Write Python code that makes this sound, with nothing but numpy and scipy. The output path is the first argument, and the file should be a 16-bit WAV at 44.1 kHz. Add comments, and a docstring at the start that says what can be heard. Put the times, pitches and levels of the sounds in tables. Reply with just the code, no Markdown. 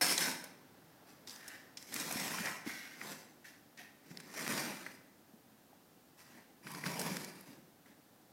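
"""A snow shovel scrapes an icy paved driveway: a hard push at once, while a car passes nearest at 1 s and rolls away.
Light nudges and skates lead to a long push at 1.9 s, a short one at 3 s, and long ones at 4.3 s and 6.6 s.
Friction noise rings the blade and booms in the loaded scoop; damped bursts give the snaps of ice and dull bumps.
House fronts answer faintly throughout, over shaped noise for far traffic and microphone hiss."""
import sys
import numpy as np
from scipy import signal
from scipy.fft import rfft, irfft, next_fast_len
from scipy.io import wavfile
from scipy.ndimage import uniform_filter1d

SR = 44100
rng = np.random.default_rng(int(sys.argv[2]) if len(sys.argv) > 2 else 0)


def unload_audio(sound):
    """Save the sound as a 16-bit wav file, at the path given as the first command line argument."""
    columns = np.transpose(np.atleast_2d(sound))
    # keep every value between -1 and 1, then stretch to whole-number steps
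    steps = np.round(np.clip(columns, -1, 1) * 32767)
    wavfile.write(sys.argv[1], SR, steps.astype(np.int16))


N = 366987

# Resonances of the blade in the first push, which also colour the catches.
# Each row: frequency in Hz, width in Hz, relative level in dB.
FIRST_PUSH_MODES = [(523, 70, -5), (780, 120, -5), (913, 92, -0.5), (1550, 130, 1), (2330, 150, -5),
                    (3820, 800, -12.5), (5310, 260, 0.5), (6130, 160, -9.5), (8470, 280, -5.5),
                    (10900, 380, -8)]
# Broad spectrum of the scraping blade beneath its resonances. Each row: frequency in Hz, relative level in dB.
SCRAPE_SPECTRUM = [(400, -8.5), (560, -7), (700, -6.5), (1000, -2), (1250, -6.5), (1950, -1.5), (2450, -8),
                   (2900, -13), (4000, -10), (5300, -9.5), (7000, -11), (9500, -12), (13000, -13),
                   (15800, -20.5)]
RASP_HZ, GRIT_HZ = 450, 2800  # lower edges of the blade's rasp and of the bright hiss


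def strokes():
    """Stick-slip friction: one rough force drives four long pushes, a short one and light nudges."""
    # Resonances shift with the blade's angle and load, one table for each later push.
    # Each row: frequency in Hz, width in Hz, relative level in dB.
    modes_2 = [(523, 200, -6.5), (764, 59, -3.5), (1010, 170, -11), (1530, 160, -6), (1880, 230, -7),
               (2400, 92, -2), (5450, 260, -4), (6250, 200, -7), (8400, 260, -7.5)]
    modes_short = [(780, 95, 4), (1000, 130, 0), (1620, 200, -4), (4920, 260, -3.5), (6100, 200, -3.5),
                   (7600, 250, -6)]
    modes_3 = [(586, 100, -10), (1160, 280, -2), (1510, 150, 0.5), (1830, 110, 0), (2390, 70, -0.5),
               (5000, 200, -4.5), (5740, 200, -3.5), (8400, 250, -9)]
    modes_4 = [(590, 57, 1.5), (935, 230, 2), (1510, 140, -7), (1860, 120, -4), (2300, 130, -2.5),
               (4870, 190, -3.5), (5600, 170, -4.5), (10500, 500, -8.5)]
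    # Resonances of the lightly loaded blade in the nudges, with the same columns.
    modes_light = [(814, 35, 1), (1800, 500, -2), (4900, 220, 1), (5700, 400, -0.5), (6000, 140, -5),
                   (7600, 250, -4), (13800, 1600, -10.5)]
    # How hard the blade is driven until the arms let up. Each row: time in seconds, effort in dB.
    effort_1 = [(0.013, -30.5), (0.045, -32), (0.08, -35.5), (0.125, -33), (0.155, -41), (0.215, -33),
                (0.259, -36)]
    effort_2 = [(1.87, -66), (1.92, -55), (1.96, -46.5), (2.1, -42.5), (2.2, -42.5), (2.33, -42.5),
                (2.43, -44), (2.47, -42.5), (2.53, -45.0)]
    effort_short = [(2.97, -61), (3.01, -52.5), (3.07, -47.5), (3.13, -48.5)]
    effort_3 = [(4.27, -67), (4.325, -60), (4.38, -45), (4.5, -42.5), (4.58, -39.5), (4.63, -43.5)]
    effort_4 = [(6.63, -66.5), (6.68, -52.5), (6.825, -52.0), (6.87, -42.5), (6.96, -49.5), (7.005, -45),
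                (7.05, -47.0), (7.1, -44.5), (7.15, -48.5)]
    # Balance of each push; boom, rasp and hiss are relative to the effort, halfway through. Each row: scoop
    # pitch in Hz, boom in dB, rasp in dB, hiss in dB, dulling in dB/s, growth of the boom in dB/s, run-out in dB/s.
    push_balance = [(240, -12, -6, -1.1, 3, 19, 128), (222, -8.5, -3.5, -2, 9, -11, 144),
                    (224, -6.5, -4.5, -4.5, -26, 0, 133), (244, -4, -2.8, -3, -0.5, -5, 55.5),
                    (219, -1.5, -2, -3, -4, 1, 60)]
    # Light nudges of the blade. Each row: start in seconds, rise in seconds, hold in seconds,
    # scoop rumble in dB, blade rasp in dB, grit hiss in dB.
    nudge_rows = [(1.053, 0.03, .015, -75, -67, -65.5), (1.264, .012, 0.076, -68, -64, -57),
                  (1.766, .008, 0.063, -77, -66.5, -60.5), (4.017, 0.072, 0.18, -62, -66, -67.5),
                  (6.168, .02, 0.023, -83, -64, -63), (6.242, 0.095, 0.052, -64.5, -64.5, -69.5),
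                  (7.456, 0.023, 0.053, -56.5, -65.5, -67), (7.842, 0.016, 0.046, -66.5, -70.5, -75)]
    nudge_fade_db_per_s = 141
    chips_per_s, chip_db = 110, -11  # coarse crumbs of ice crushed under a loaded edge
    uneven_db, uneven_per_s = 0.53, 45  # patches of rough and smooth ice under the edge

    slip = unit(wobble(60) + wobble(220))  # the edge sticks and slips
    force = grit(rate=1800, scatter_db=3.5, smooth=1.0) * amp(1.25 * slip)
    force = flex(force, depth_db=2)  # single modes come and go
    force = flex(force, depth_db=2.1, order=22, size=2)  # the contact point wanders along the edge

    chips = grit(rate=chips_per_s, scatter_db=7.0, smooth=0)
    crushing = force + amp(chip_db) * chips
    crushing = crushing * amp(uneven_db * wobble(uneven_per_s))

    efforts = [effort_1, effort_2, effort_short, effort_3, effort_4]
    mode_tables = [FIRST_PUSH_MODES, modes_2, modes_short, modes_3, modes_4]
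    heavy = np.zeros(N)
    for effort, modes, balance in zip(efforts, mode_tables, push_balance):
        heavy += push(crushing, effort, modes, *balance)

    light_levels = np.zeros((3, N))
    for start, rise, hold, *levels_db in nudge_rows:
        movement = envelope(start, rise, hold, nudge_fade_db_per_s)
        light_levels += np.outer(amp(levels_db), movement)
    return heavy + scrape(force, light_levels, modes_light, boom_hz=225, broad_db=5)


def push(force, effort, modes, boom_hz, boom_db, rasp_db, hiss_db, dulling, growth, fade_db_per_s):
    """Loading of a radiator: effort sets the level, gathering snow shifts hiss against rasp and changes the boom."""
    grip_s = 0.0027  # the edge takes hold this fast
    rasp_share = 0.68  # part of the lost hiss that the rasp gains, in dB per dB
    s, db = np.transpose(effort)
    t = np.arange(N) / SR
    grip = np.clip(1 + (t - s[0]) / grip_s, 0, 1)
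    drive = amp(np.interp(t, s, db)) * grip * run_out(t - s[-1], fade_db_per_s)
    travel = np.clip(t, s[0], s[-1]) - (s[0] + s[-1]) / 2  # seconds from the middle of the push
    balance_db = [boom_db + growth * travel,
                  rasp_db + rasp_share * dulling * travel,
                  hiss_db - dulling * travel]
    return scrape(force, drive * amp(balance_db), modes, boom_hz, broad_db=0.0)


def scrape(force, levels, modes, boom_hz, broad_db):
    """Source and filter: one friction force drives the scoop's boom, the blade's rasp and a bright hiss."""
    # Resonance of the scoop. Each row: multiple of the boom's frequency, relative level in dB.
    scoop_shape = [(.11, -35), (.27, -32), (.42, -21.5), (.58, -8), (.76, -3), (1, -1), (1.3, -3),
                   (1.65, -9), (2.3, -16.5), (4, -47)]
    blade = resonant(SCRAPE_SPECTRUM, modes, broad_db)
    scoop = [(boom_hz * multiple, db) for multiple, db in scoop_shape]
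    colours = [lambda hz: amp(along(scoop, hz)),
               lambda hz: blade(hz) * band(hz, RASP_HZ, GRIT_HZ),
               lambda hz: blade(hz) * band(hz, GRIT_HZ, SR)]
    out = np.zeros(N)
    touching = levels[0] > 0
    for level, colour in zip(levels, colours):
        out[touching] += level[touching] * unit(filtered(force[touching], colour))
    return out


def grit(rate, scatter_db, smooth):
    """Shot noise with dispersion: tiny impacts of uneven size, rate a second, over smooth sliding noise."""
    sizes = amp(scatter_db * rng.standard_normal(N)) * rng.choice([-1, 1], N)
    hits = (rng.random(N) < rate / SR) * sizes
    # bending waves cross the blade at unequal speeds and smear each impact over two milliseconds
    delays = rng.uniform(0, .002, 200)

    def dispersion(hz):
        lag = np.interp(hz, np.linspace(0, SR / 2, len(delays)), delays)
        return np.exp(-2j * np.pi * np.cumsum(lag) * hz[1])  # phase is the sum of delay over frequency

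    return unit(filtered(hits, dispersion)) + smooth * rng.standard_normal(N)


def flex(x, depth_db, order=3, size=9):
    """Modal modulation: bending varies patches of close modes, order bins wide and size frames long."""
    z = signal.stft(x, nperseg=2048)[2]
    field = uniform_filter1d(rng.standard_normal(z.shape), order, axis=0)
    field = uniform_filter1d(field, size, axis=1)
    return signal.istft(z * amp(depth_db * unit(field)), nperseg=2048)[1][:N]


def skates():
    """Forced resonance: brief chatter of the lightly weighted edge rings a narrow group of blade modes."""
    # Skating movements. Each row: start in seconds, rise in seconds, hold in seconds, fade in dB/s,
    # chatter in dB, hiss in dB.
    skate_rows = [(1.329, 0.16, 0.059, 123, -54.5, -60.5), (2.644, 0.03, .015, 43, -47.5, -51),
                  (3.441, 0.0056, 0.04, 158, -60.5, -61), (3.77, 0.02, 0.019, 164, -52, -59.5)]
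    # Blade modes, one list a skate. Each row of a list: frequency in Hz, width in Hz, relative level in dB.
    chatter_modes = [
        [(620, 210, -9), (1570, 180, 2), (1800, 160, 5.5)],
        [(1540, 210, 0.5), (1930, 240, 0), (2170, 150, 1)],
        [(1780, 260, 4), (2190, 400, -2)],
        [(1500, 87, -17), (1890, 120, 4), (2350, 810, -7.5)],
    ]
    # Broad spectrum beneath the modes. Each row: frequency in Hz, relative level in dB.
    skate_spectrum = [(120, -32), (250, -7), (420, -16), (800, -6.5), (1250, -53), (2700, -12), (3500, -10),
                      (5500, -5), (7500, -12.5), (10000, -12.5), (13000, -12.5), (16000, -21)]
    out = np.zeros(N)
    force = flex(grit(rate=1100, scatter_db=-1.5, smooth=0.79), depth_db=2.5)
    for (start, rise, hold, fade, chatter_db, hiss_db), modes in zip(skate_rows, chatter_modes):
        blade = resonant(skate_spectrum, modes, broad_db=0.0)
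        ring = unit(filtered(force, lambda hz: blade(hz) * band(hz, 100, GRIT_HZ)))
        fizz = unit(filtered(force, lambda hz: blade(hz) * band(hz, GRIT_HZ, SR)))
        out += envelope(start, rise, hold, fade) * (amp(chatter_db) * ring + amp(hiss_db) * fizz)
    return out


def catches():
    """Impact excitation: ridges of ice snap at the edge, from low clacks of the blade to high splintering."""
    # Catches on ridges of ice. Each row: start in seconds, level in dB (rms of the same energy held for 2 ms),
    # centre pitch in Hz, spread in octaves, decay time to -60 dB in seconds.
    catch_rows = [(.178, -23.5, 4800, 0.66, .02), (0.44, -41, 11000, 1.6, 0.033),
                  (1.273, -42.5, 4820, 0.57, 0.023), (1.284, -47, 4900, .5, .014),
                  (1.295, -42, 5000, 0.42, .015), (1.306, -44, 4900, .55, 0.023),
                  (1.36, -46.5, 4780, 0.62, .02), (1.479, -39.5, 9000, 0.91, 0.043),
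                  (1.771, -38, 4550, .6, 0.05), (1.826, -47, 5200, 0.77, 0.01),
                  (1.924, -42, 3000, 1.7, .025), (1.941, -32.5, 11000, 0.92, 0.015),
                  (1.962, -37, 3400, 0.87, 0.022), (1.999, -34, 5900, 0.44, 0.014),
                  (2.124, -35, 10000, 0.64, .014), (2.198, -34.5, 4500, 1.7, .038),
                  (2.384, -34, 1710, 0.48, 0.02), (2.456, -32.5, 2800, 1.1, 0.051),
                  (2.47, -32.5, 1700, .55, .015), (2.665, -44, 1900, 0.57, 0.032),
                  (2.694, -35.5, 1940, 0.35, .06), (3.013, -36, 1770, 0.6, 0.032),
                  (3.034, -53, 11030, 0.86, 0.02), (3.45, -47, 1900, 0.32, .038),
                  (3.774, -52, 4300, .7, 0.032), (3.793, -50, 1960, 0.44, .03),
                  (4.112, -51.5, 2000, 1.5, 0.028), (4.172, -40, 4370, 0.72, .009),
                  (4.201, -44.5, 2820, 1.7, 0.027), (4.339, -42, 2500, 2.1, .05),
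                  (4.373, -46, 2200, 1.5, 0.025), (4.464, -35.5, 2000, 0.9, 0.04),
                  (4.577, -33.5, 2820, 1.3, .04), (4.864, -36, 1880, .35, 0.024),
                  (6.668, -40, 2020, 0.75, 0.033), (6.716, -45, 12000, .8, .011),
                  (6.748, -40.5, 2200, 1.3, 0.015), (6.837, -34.5, 1800, 0.31, 0.018),
                  (6.861, -32.5, 2300, 1, 0.033), (6.993, -31, 8100, 1, 0.054),
                  (7.014, -33.5, 9000, 2.3, 0.022), (7.168, -34, 5000, 1.5, 0.013),
                  (7.246, -41.5, 7000, 1, .012), (7.409, -50, 11500, 0.19, .012),
                  (7.857, -58.5, 1800, .6, 0.043)]
    out = np.zeros(N + SR)
    t = np.arange(SR // 8) / SR
    blade = resonant(SCRAPE_SPECTRUM, FIRST_PUSH_MODES, broad_db=4.5)
    for s, db, pitch_hz, spread, t60 in catch_rows:
        fade = amp(-60 * t / t60) * (1 - np.exp(-t / 0.0011))

        def contact(hz):
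            octaves = np.log2((hz + 1) / pitch_hz)
            return np.exp(-.5 * (octaves / spread) ** 2) + amp(-20.5)

        snap = fade * filtered(rng.standard_normal(len(t)), lambda hz: blade(hz) * contact(hz))
        same_energy = np.sqrt(0.002 * SR / np.sum(snap ** 2))
        out[round(s * SR):][:len(t)] += amp(db) * snap * same_energy
    return out[:N]


def bumps():
    """Damped oscillation: dull knocks of scoop and boots, with no deep bass beneath them."""
    # Bumps. Each row: start in seconds, level in dB before the 3 dB lift and the band-pass, pitch in Hz,
    # decay time to -60 dB in seconds.
    bump_rows = [(.438, -44.5, 570, 0.038), (2.158, -29, 232, 0.027), (2.404, -33, 204, 0.042),
                 (2.664, -33.5, 327, 0.03), (2.673, -31, 256, 0.035), (4.111, -45.5, 176, 0.11),
                 (5.336, -53.5, 221, 0.11), (5.730, -48.5, 770, 0.019), (6.864, -37, 185, 0.1),
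                 (7.112, -36, 184, 0.17), (7.164, -35, 242, 0.041), (7.593, -54, 237, 0.058)]
    out = np.zeros(N + SR)
    t = np.arange(SR // 4) / SR
    for s, db, hz, t60 in bump_rows:
        ring = np.sin(2 * np.pi * hz * t) + 0.12 * np.sin(2 * np.pi * 1.43 * hz * t)
        decay = amp(db + 3.0 - 60 * t / t60)
        out[round(s * SR):][:len(t)] += decay * ring * (1 - np.exp(-t / 0.0014))
    return filtered(out[:N], lambda hz: band(hz, 105, 1500, order=6))


def houses(x):
    """Diffuse reflection: a thin scattered answer from the house fronts, whose treble dies first."""
    # Reverberation of the street. Each row: frequency in Hz, decay time to -60 dB in seconds.
    street_decay = [(200, 0.96), (2000, 0.75), (6000, 0.48), (14000, 0.25)]
    hz, t, z = signal.stft(rng.standard_normal(SR), SR, nperseg=256)
    decay = amp(-60 * t / along(street_decay, hz)[:, None])
    tail = signal.istft(z * decay, SR, nperseg=256)[1]
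    delayed = np.pad(x, (round(.02 * SR), 0))  # 20 ms before the first answer
    return signal.fftconvolve(delayed, tail / np.linalg.norm(tail))[:N]


def street():
    """Inverse-distance law: a car passes and fades over steady far traffic and microphone hiss."""
    # Spectra of engine rumble, tyre noise and microphone hiss. Each row: frequency in Hz, relative level in dB.
    rumble_spectrum = [(25, -33), (54, -24), (90, -7), (120, -3.5), (190, -0.5), (290, 1.5), (380, -5),
                       (560, -6), (680, -8), (780, -5.5), (1000, -14.5), (1500, -44)]
    tyre_spectrum = [(600, -20), (1000, 2.5), (1700, 2), (2300, -6.5), (5500, -9), (8000, -21.5),
                     (16000, -13)]
    hiss_spectrum = [(1500, 1.5), (3500, 1.5), (8000, 0), (11000, 0), (14500, 3.5), (16000, -0.5)]
    nearest_s, pass_s = 1, 0.98  # when the car is closest, and the time it takes to cover that distance
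    car_rumble_db, car_tyres_db = -66, -69.5  # at the closest point
    far_rumble_db, far_tyres_db, hiss_db = -66.5, -74, -69.5
    t = np.arange(N) / SR
    nearness = 1 / np.hypot(1, (t - nearest_s) / pass_s)
    # near and far sources add in power
    rumble = np.hypot(amp(far_rumble_db), amp(car_rumble_db) * nearness)
    tyres = np.hypot(amp(far_tyres_db), amp(car_tyres_db) * nearness)
    traffic = rumble * noise(rumble_spectrum) + tyres * noise(tyre_spectrum)
    return traffic + amp(hiss_db) * noise(hiss_spectrum)


def envelope(start, rise, hold, fade_db_per_s):
    """Amplitude envelope: the gain of one movement rises, holds and runs out."""
    t = np.arange(N) / SR - start
    return np.clip(t / rise, 0, 1) * run_out(t - rise - hold, fade_db_per_s)


def run_out(t, fade_db_per_s):
    """Exponential decay: the gain of a blade that slows from t = 0 and is then lifted."""
    lift_s, lift_fade_s = 0.32, 0.071  # the blade leaves the ground after this long, and this gradually
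    t = np.maximum(t, 0)
    return amp(-fade_db_per_s * t) * np.clip(1 - (t - lift_s) / lift_fade_s, 0, 1)


def resonant(colour, modes, broad_db):
    """Modal superposition: gain against frequency of resonance peaks, added in power to a broad spectrum."""
    grid = np.geomspace(20, SR / 2, num=2000)
    peaks = sum(amp(db) ** 2 / (1 + (2 * (grid - hz) / width) ** 2) for hz, width, db in modes)
    gain = np.sqrt(peaks + amp(along(colour, grid) + broad_db) ** 2)
    return lambda hz: np.interp(hz, grid, gain)


def noise(colour):
    """Coloured noise: random samples of rms 1 shaped by (Hz, dB) points."""
    return unit(filtered(rng.standard_normal(N), lambda hz: amp(along(colour, hz))))


def wobble(rate):
    """Random modulation: a curve of rms 1 through rate random knots a second."""
    knots = rng.standard_normal(int(N * rate / SR) + 2)
    return unit(np.interp(np.arange(N) * rate / SR, np.arange(len(knots)), knots))


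def filtered(x, response):
    """Linear filtering: the spectrum of x times a response of frequency."""
    m = next_fast_len(len(x) + 4096, True)
    hz = np.fft.rfftfreq(m, 1 / SR)
    return irfft(rfft(x, m) * response(hz), m)[:len(x)]


def band(hz, lo, hi, order=12):
    """Band-pass response: gain with steep skirts below lo and above hi."""
    return 1 / np.sqrt((1 + (lo / (hz + 1)) ** order) * (1 + (hz / hi) ** order))


def along(points, hz):
    """Logarithmic pitch scale: (Hz, value) points interpolated on a log frequency axis."""
    f, v = np.transpose(points)
    return np.interp(np.log(hz + 1), np.log(f + 1), v)


def amp(db):
    """Decibel law: level to amplitude gain."""
    return 10 ** (np.asarray(db) / 20)


def unit(x):
    """Power normalization: x at rms 1."""
    return x / np.sqrt(np.mean(x ** 2) + 1e-20)


def scene():
    """Superposition: the shovel, its echo and the street add."""
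    shovel = strokes() + skates() + catches() + bumps()
    return (shovel + amp(-11.0) * houses(shovel) + street())[None]


def record(dry):
    """Band limiting: the camera keeps nothing from 15.9 kHz up."""
    return filtered(dry[0], lambda hz: hz < 15900)[None]


dry = scene()
out = record(dry)
unload_audio(out)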